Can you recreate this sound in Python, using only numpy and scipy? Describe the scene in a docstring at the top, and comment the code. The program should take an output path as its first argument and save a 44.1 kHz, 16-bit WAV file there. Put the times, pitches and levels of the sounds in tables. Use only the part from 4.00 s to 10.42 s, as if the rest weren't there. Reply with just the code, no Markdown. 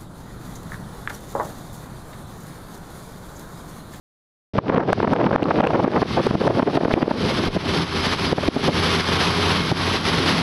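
"""Roadside approach to a road milling machine, camera microphone held out of a vehicle's window.
After half a second of silence, 140 m off, wind slaps the microphone in quick buffets that duck the limiter.
From about 3 s the vehicle slows and the wind lets go, leaning on the limiter in slow swells instead.
The machine's diesel drone and hissing roar grow with its nearness, and its tracks squeal faintly.
By 5 s it stands about 15 m from the microphone."""
import sys
import numpy as np
from scipy import signal
from scipy.fft import rfft, irfft
from scipy.io import wavfile
from scipy.ndimage import uniform_filter1d, map_coordinates

SR = 44100
rng = np.random.default_rng(int(sys.argv[2]) if len(sys.argv) > 2 else 0)


def generate_wav(sig):
    """Save sig (samples, or channels by samples) to the path in sys.argv[1] as 16-bit PCM at SR."""
    pcm = np.round(np.clip(np.atleast_2d(sig).T, -1, 1) * 32767).astype(np.int16)
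    wavfile.write(sys.argv[1], SR, pcm)


N = 283122
T = np.arange(N) / SR
FREQS = np.fft.rfftfreq(N, 1 / SR)
START_S, EDDY_HZ = .535, 400  # the sound opens; eddy rate that EDDY_SPECTRUM holds for

# hardest wind buffets on the microphone: (time [s], level [dB], build-up [s])
HARD_BUFFETS = [(.589, 7.5, 0.0018), (.701, -3.5, 0.0011), (.748, -6.5, 0.0038), (.783, 5, 0.0032),
                (.805, -4, 0.015), (.834, -9, 0.0062), (.9, -13.5, 0.012), (.932, -6, 0.003),
                (1.004, -11.5, 0.0029), (1.033, -5, 0.0019), (1.048, -7.5, 0.0052), (1.135, -0.5, 0.0041),
                (1.215, -5, 0.00097), (1.272, -3, .006), (1.315, -4, 0.0011), (1.331, -3, 0.0025),
                (1.361, 9.5, 0.00048), (1.415, -20, 0.0083), (1.431, -4, 0.0032), (1.514, -2, 0.0014),
                (1.608, 4.5, 0.0037), (1.641, -1, 0.0096), (1.672, -4, 0.0053), (1.757, -5.5, 0.0083),
                (1.802, -7.5, 0.0068), (1.849, -1, .0039), (1.881, 0.5, 0.0021), (1.974, -8, 0.014),
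                (2.02, -3.5, 0.0015), (2.029, -1.5, 0.003), (2.181, -8.5, 0.0073), (2.204, -8, 0.012),
                (2.272, -7, 0.004), (2.312, -3.5, 0.0018), (2.356, -4.5, 0.0036), (2.418, -6, 0.0021),
                (2.479, -1.5, 0.0027), (2.507, -5, 0.0087), (2.602, 0.5, 0.0024), (2.632, 3, 0.0024),
                (2.683, -2.5, 0.0091), (2.777, 4, 0.0027), (2.837, -2, 0.0011), (2.858, 1, 0.0033),
                (2.884, 0, 0.0019), (2.941, 10, 0.00082), (2.975, -2, 0.011), (3.032, 6, 0.0027),
                (3.082, 2.5, 0.0016), (3.115, 4.5, 0.0028), (3.571, -3, 0.0075), (4.331, 1.5, .0035),
                (4.387, -4.5, 0.0057), (4.488, 9, 0.0018), (4.569, -4.5, 0.0067), (4.693, -6, 0.00765),
                (5.724, -3.5, 0.0064)]
# slow swells of air pressure: (time [s], level [dB], half-width [s])
PRESSURE_SWELLS = [(3.5, -4.5, 0.01), (3.6, -8.5, 0.062), (3.871, -8.5, 0.029), (4.16, -8.5, 0.019),
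                   (4.368, -11.5, 0.078), (4.58, -8, 0.03), (5.032, -10.5, 0.022), (5.68, -14, 0.062),
                   (6.002, -10, .04)]
# airflow past the window: (time [s], level [dB])
AIRFLOW = [(.535, -21), (.62, -20), (.82, -14), (.97, -24), (1.15, -16), (1.65, -16), (1.97, -18),
           (2.12, -27), (2.4, -19), (3.05, -16), (3.25, -22), (3.7, -23), (4.15, -30), (4.35, -21),
           (4.72, -23.5), (4.85, -29.5), (6.42, -28)]
# eddies pass more slowly as the vehicle brakes: (time [s], eddy rate [Hz])
EDDY_PASSING = [(.5, 430), (.8, 501), (1.2, 441.6), (1.65, 543), (2.1, 369.8), (2.95, 400), (3.1, 296.7),
                (6.42, 311)]
# pressure spectrum of the turbulence: (frequency [Hz], level [dB])
EDDY_SPECTRUM = [(20, -17), (70, -11.5), (140, 2), (300, 2.5), (500, 0), (850, -7), (1400, -17.5),
                 (2500, -33.5), (5000, -47.5), (12000, -127)]
# cracks where a buffet's crest outruns the limiter: (time [s], level [dB], ring [Hz])
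CREST_CRACKS = [(0.59, -28, 1780), (0.9306, -6.5, 1540), (1.135, -15, 1600), (1.431, -20, 2790),
                (1.441, -28, 4200), (1.618, -29, 2820), (1.672, -14.5, 2660), (2.268, -12, 700),
                (2.478, -18, 1600), (2.939, -17, 2420)]
# microphone to machine: (time [s], distance [m])
MACHINE_DISTANCE = [(.5, 140), (1.3, 90), (2.2, 42), (3.3, 26.8), (4.9, 14.75), (6.42, 16.5)]
# spectrum of fans, conveyor and cutting drum together: (frequency [Hz], level [dB])
RUSH_SPECTRUM = [(25, -10), (60, -41.5), (120, -3), (250, 3), (400, 3), (600, -3), (1100, 1), (1800, -4),
                 (2600, -5), (3400, -4), (5000, -7.5), (6300, -18), (7700, -25), (9300, -23.5),
                 (11000, -19)]
# ringing of the machine's housing: (frequency [Hz], width [Hz], level in the roar [dB])
HOUSING_MODES = [(167, 27, -10), (245, 17, -17.5), (1103, 47, -25), (2150, 25, -22), (3140, 330, -21)]
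# diesel speed: (time [s], firing rate [Hz])
FIRING_RATE = [(.5, 110), (3.4, 89.4), (3.75, 85), (4.1, 85.4), (5.0, 87.1), (5.7, 91), (6.42, 93)]
# lines of the diesel: (multiple of the firing rate, level in the roar [dB])
DIESEL_LINES = [(1, -13), (2, -23), (3, -29)]
# hum of the drive: (time [s], level in the roar [dB])
DRIVE_HUM = [(.5, -28), (3.4, -12), (5.4, -14.5), (6.42, -35)]
# squeals of the crawler tracks: (time [s], length [s], pitch [Hz], level in the roar [dB])
TRACK_SQUEALS = [(2.9, 0.26, 4770, -17), (3.762, 0.065, 5350, -14), (3.98, .16, 4970, -18.5),
                 (4.142, 0.074, 5170, -14), (4.22, 0.13, 4810, -17)]
# dips in the camera's treble: (frequency [Hz])
TREBLE_NOTCHES = [7000, 8550, 10000]


def buffets(collapse=1.72):
    """Wind on the microphone: each buffet builds, brightens towards its crest and collapses quickly."""
    eddies, out = turbulence(evenness=0.93), np.zeros(N)
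    for s, db, build in [*HARD_BUFFETS, *flurry()]:
        span = slice(max(int((s - 3 * build) * SR), 0), int((s + 2 * build) * SR))
        age = (T[span] - s) / build
        shape = np.exp(-np.where(age > 0, collapse * age, age) ** 2 / 2)
        speed = curve(EDDY_PASSING, s) / EDDY_HZ * (.8 + 0.2504 * shape)
        out[span] += amp(db) * shape * sweep(eddies, span.start, speed)
    return out


def flurry(count=110, above_db=6, spread_db=5.5, build_s=0.00304, calm_db=-24, stormy_db=-17):
    """Rows of lesser buffets at random, more frequent and harder in strong airflow."""
    when, chance, strength, length = rng.random((count, 4)).T
    s = START_S + (T[-1] - START_S) * (np.arange(count) + when) / count
    air_db = curve(AIRFLOW, s)
    level_db = air_db + above_db + spread_db * (2 * strength - 1)
    rows = np.c_[s, level_db, build_s * 2 ** (length - .5)]
    return rows[chance * (stormy_db - calm_db) < air_db - calm_db]


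def turbulence(evenness):
    """A frozen train of eddies; evenness levels out their strength."""
    eddies = noise(colour(EDDY_SPECTRUM))
    power = uniform_filter1d(uniform_filter1d(eddies ** 2, size=170), size=170)
    return unit(eddies / (power + 1e-9) ** (evenness / 2))


def sweep(eddies, start, speed):
    """Carries the eddies past the microphone: faster air sounds higher."""
    return map_coordinates(eddies, [(start + np.cumsum(speed)) % (N - 1)], order=1)


def breeze(flutter_db=2.5, full_db=-15, octaves_per_db=0.103):
    """Airflow flutters past the window, duller as it weakens."""
    level_db = curve(AIRFLOW) + flutter_db * wander(rate_hz=45)
    speed = 2 ** (octaves_per_db * np.clip(level_db - full_db, -14, 5))
    return amp(level_db) * sweep(turbulence(evenness=0.23), 0, speed)


def crackle(wind, per_s=260, spread_db=4.5, size_db=1, pitch_hz=1080):
    """Small eddies snap on the microphone's port, as hard as the wind blows just then."""
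    force = np.sqrt(abs(uniform_filter1d(wind ** 2, size=500)))
    # light air hardly snaps, hard air no harder
    force = 0.27 * np.tanh(force * force / (force + 0.081) / 0.36)
    out, t = np.zeros(N), np.arange(-128, 128) / SR
    for hz in pitch_hz * np.geomspace(.45, 1.5, num=4):
        sizes = amp(size_db + spread_db * np.minimum(rng.exponential(1, N), 3))
        hits = rng.choice([-1, 1], N) * sizes * (rng.random(N) < per_s / 4 / SR)
        phase = 2 * np.pi * hz * t
        snap = np.exp(-(phase / 1.78) ** 2) * np.sin(phase)
        out += signal.oaconvolve(hits, snap, "same")
    return force * out


def cracks(ring_s=0.001, snap_s=0.00054, snap_db=-1, ring_db=1):
    """A bright snap and a very short ring where a buffet's crest outruns the limiter."""
    out, t = np.zeros(N), np.arange(256) / SR
    snap = amp(snap_db) * np.exp(-t / snap_s)
    ring = amp(ring_db) * np.exp(-t / ring_s)
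    for s, db, hz in CREST_CRACKS:
        out[round(s * SR):][:len(t)] += amp(db) * (snap + ring * np.sin(2 * np.pi * hz * t))
    return out


def swells(unrest=.08):
    """Humps of air pressure, heard mostly as the limiter ducks, with a little rumble on top."""
    humps = sum(amp(db) * np.exp(-((T - s) / width) ** 2 / 2) for s, db, width in PRESSURE_SWELLS)
    return humps * (1 + unrest * wander(rate_hz=30))


def milling_machine(roar_db=5, throb=0.1, rattle_db=1.7, hum_ratio=4.6):
    """The roar at 1 m: diesel, a rush throbbing with the firing, ringing housing, drive hum, tracks."""
    firings = np.cumsum(curve(FIRING_RATE) * (1 + 0.00792 * wander(rate_hz=6.6))) / SR
    drone = diesel(firings)
    rush = noise(colour(RUSH_SPECTRUM)) * (1 + throb * np.sin(2 * np.pi * firings))
    rush *= amp(-2.5 + rattle_db * wander(rate_hz=24.6))
    housing = sum(amp(db) * noise(1 / (1 + (2 * (FREQS - hz) / width) ** 2))
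                  for hz, width, db in HOUSING_MODES)
    hum = amp(curve(DRIVE_HUM)) * tone(hum_ratio * firings, shake=0.39, shake_hz=6.8)
    return amp(roar_db) * (drone + rush + housing + hum + track_squeals())


def diesel(firings, waver_db=1.8):
    """The engine drones on multiples of its firing rate, each wavering in level."""
    out = np.zeros(N)
    for multiple, db in DIESEL_LINES:
        peak = amp(db + waver_db * wander(rate_hz=7.8)) * np.sqrt(2)
        out += peak * np.sin(2 * np.pi * (multiple * firings + rng.random()))
    return out


def track_squeals(waver=0.0082):
    """Each faint squeal of the crawler tracks swells and fades on one unsteady pitch."""
    out = np.zeros(N)
    clock = np.cumsum(1 + waver * wander(rate_hz=120)) / SR
    for s, length, hz, db in TRACK_SQUEALS:
        arch = np.sqrt(abs(np.sin(np.pi * np.clip((T - s) / length, 0, 1))))
        out += amp(db) * arch * tone(hz * clock, shake=0.74, shake_hz=30)
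    return out


def afar(sound, treble_hz=7500, loss_db_per_m=0.09):
    """Sound spreads and loses treble to the air between machine and microphone."""
    distance = curve(MACHINE_DISTANCE)
    dull = irfft(rfft(sound) / (1 + (FREQS / treble_hz) ** 6), N)
    return (dull + (sound - dull) * amp(-loss_db_per_m * distance)) / distance


def amp(db):
    """Decibels to gain."""
    return 10 ** (np.asarray(db) / 20)


def unit(x):
    """Scales to rms 1."""
    return x / np.sqrt(np.mean(x ** 2) + 1e-20)


def curve(rows, s=T):
    """A timed table read at the given times."""
    return np.interp(s, *np.transpose(rows))


def colour(points):
    """Gain at every frequency from (frequency [Hz], level [dB]) points."""
    hz, db = np.transpose(points)
    return amp(np.interp(np.log(FREQS + 1), np.log(hz), db))


def noise(gain):
    """Noise of rms 1 with the given spectrum."""
    return unit(irfft(rfft(rng.standard_normal(N)) * gain, N))


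def wander(rate_hz, size=4096):
    """Random drift, up to about the given rate."""
    hz = np.fft.rfftfreq(size, T[-1] / size)
    slow = irfft(rfft(rng.standard_normal(size)) / (1 + (hz / rate_hz) ** 4))
    return np.interp(T, np.linspace(0, T[-1], size), unit(slow))


def tone(turns, shake, shake_hz):
    """A sine whose strength shakes."""
    return unit(1 + shake * wander(shake_hz)) * np.sqrt(2) * np.sin(2 * np.pi * turns)


def limiter_gain(pressure, threshold_db=-15.0, strength=0.94, recovery_db_per_s=180):
    """Clamps just after a buffet's crest, which slips through, and lets the sound swell back."""
    power_db = 10 * np.log10(signal.lfilter(np.ones(110) / 110, 1, pressure ** 2) + 1e-12)
    recovery_db = recovery_db_per_s * T
    held_db = np.maximum.accumulate(power_db + recovery_db) - recovery_db
    over_db = np.maximum(held_db - threshold_db, 0)
    return amp(-strength * uniform_filter1d(over_db, size=24))


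def scene(port_hz=75):
    """One microphone, wind right on it, machine down the road; its port thins the eddies' bass."""
    wind = irfft(rfft(buffets() + breeze()) * FREQS / np.hypot(FREQS, port_hz), N)
    return (wind + crackle(wind) + swells() + afar(milling_machine()))[None]


def record(dry, low_cut_hz=30, ceiling=.78, notch_width_hz=420, high_cut_hz=11296):
    """The camera trims deep bass, limits, cracks on some crests and cuts the treble with a ripple."""
    pressure = dry[0]
    low_cut = FREQS ** 3 / np.hypot(FREQS ** 3, low_cut_hz ** 3)
    x = irfft(rfft(pressure) * low_cut, N)
    x *= limiter_gain(pressure)  # the limiter feels the untrimmed swells
    x /= (1 + (x / ceiling) ** 4) ** .25  # peaks round off
    x += cracks()
    x *= np.clip((T - START_S) / .002, 0, 1)  # 2 ms fade-in
    ripple = np.prod([np.tanh(abs(FREQS - hz) / notch_width_hz) for hz in TREBLE_NOTCHES], axis=0)
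    high_cut = 1 / np.sqrt(1 + (FREQS / high_cut_hz) ** 160)
    return (irfft(rfft(x) * ripple * high_cut, N) * (T > START_S))[None]


dry = scene()
out = record(dry)
generate_wav(out)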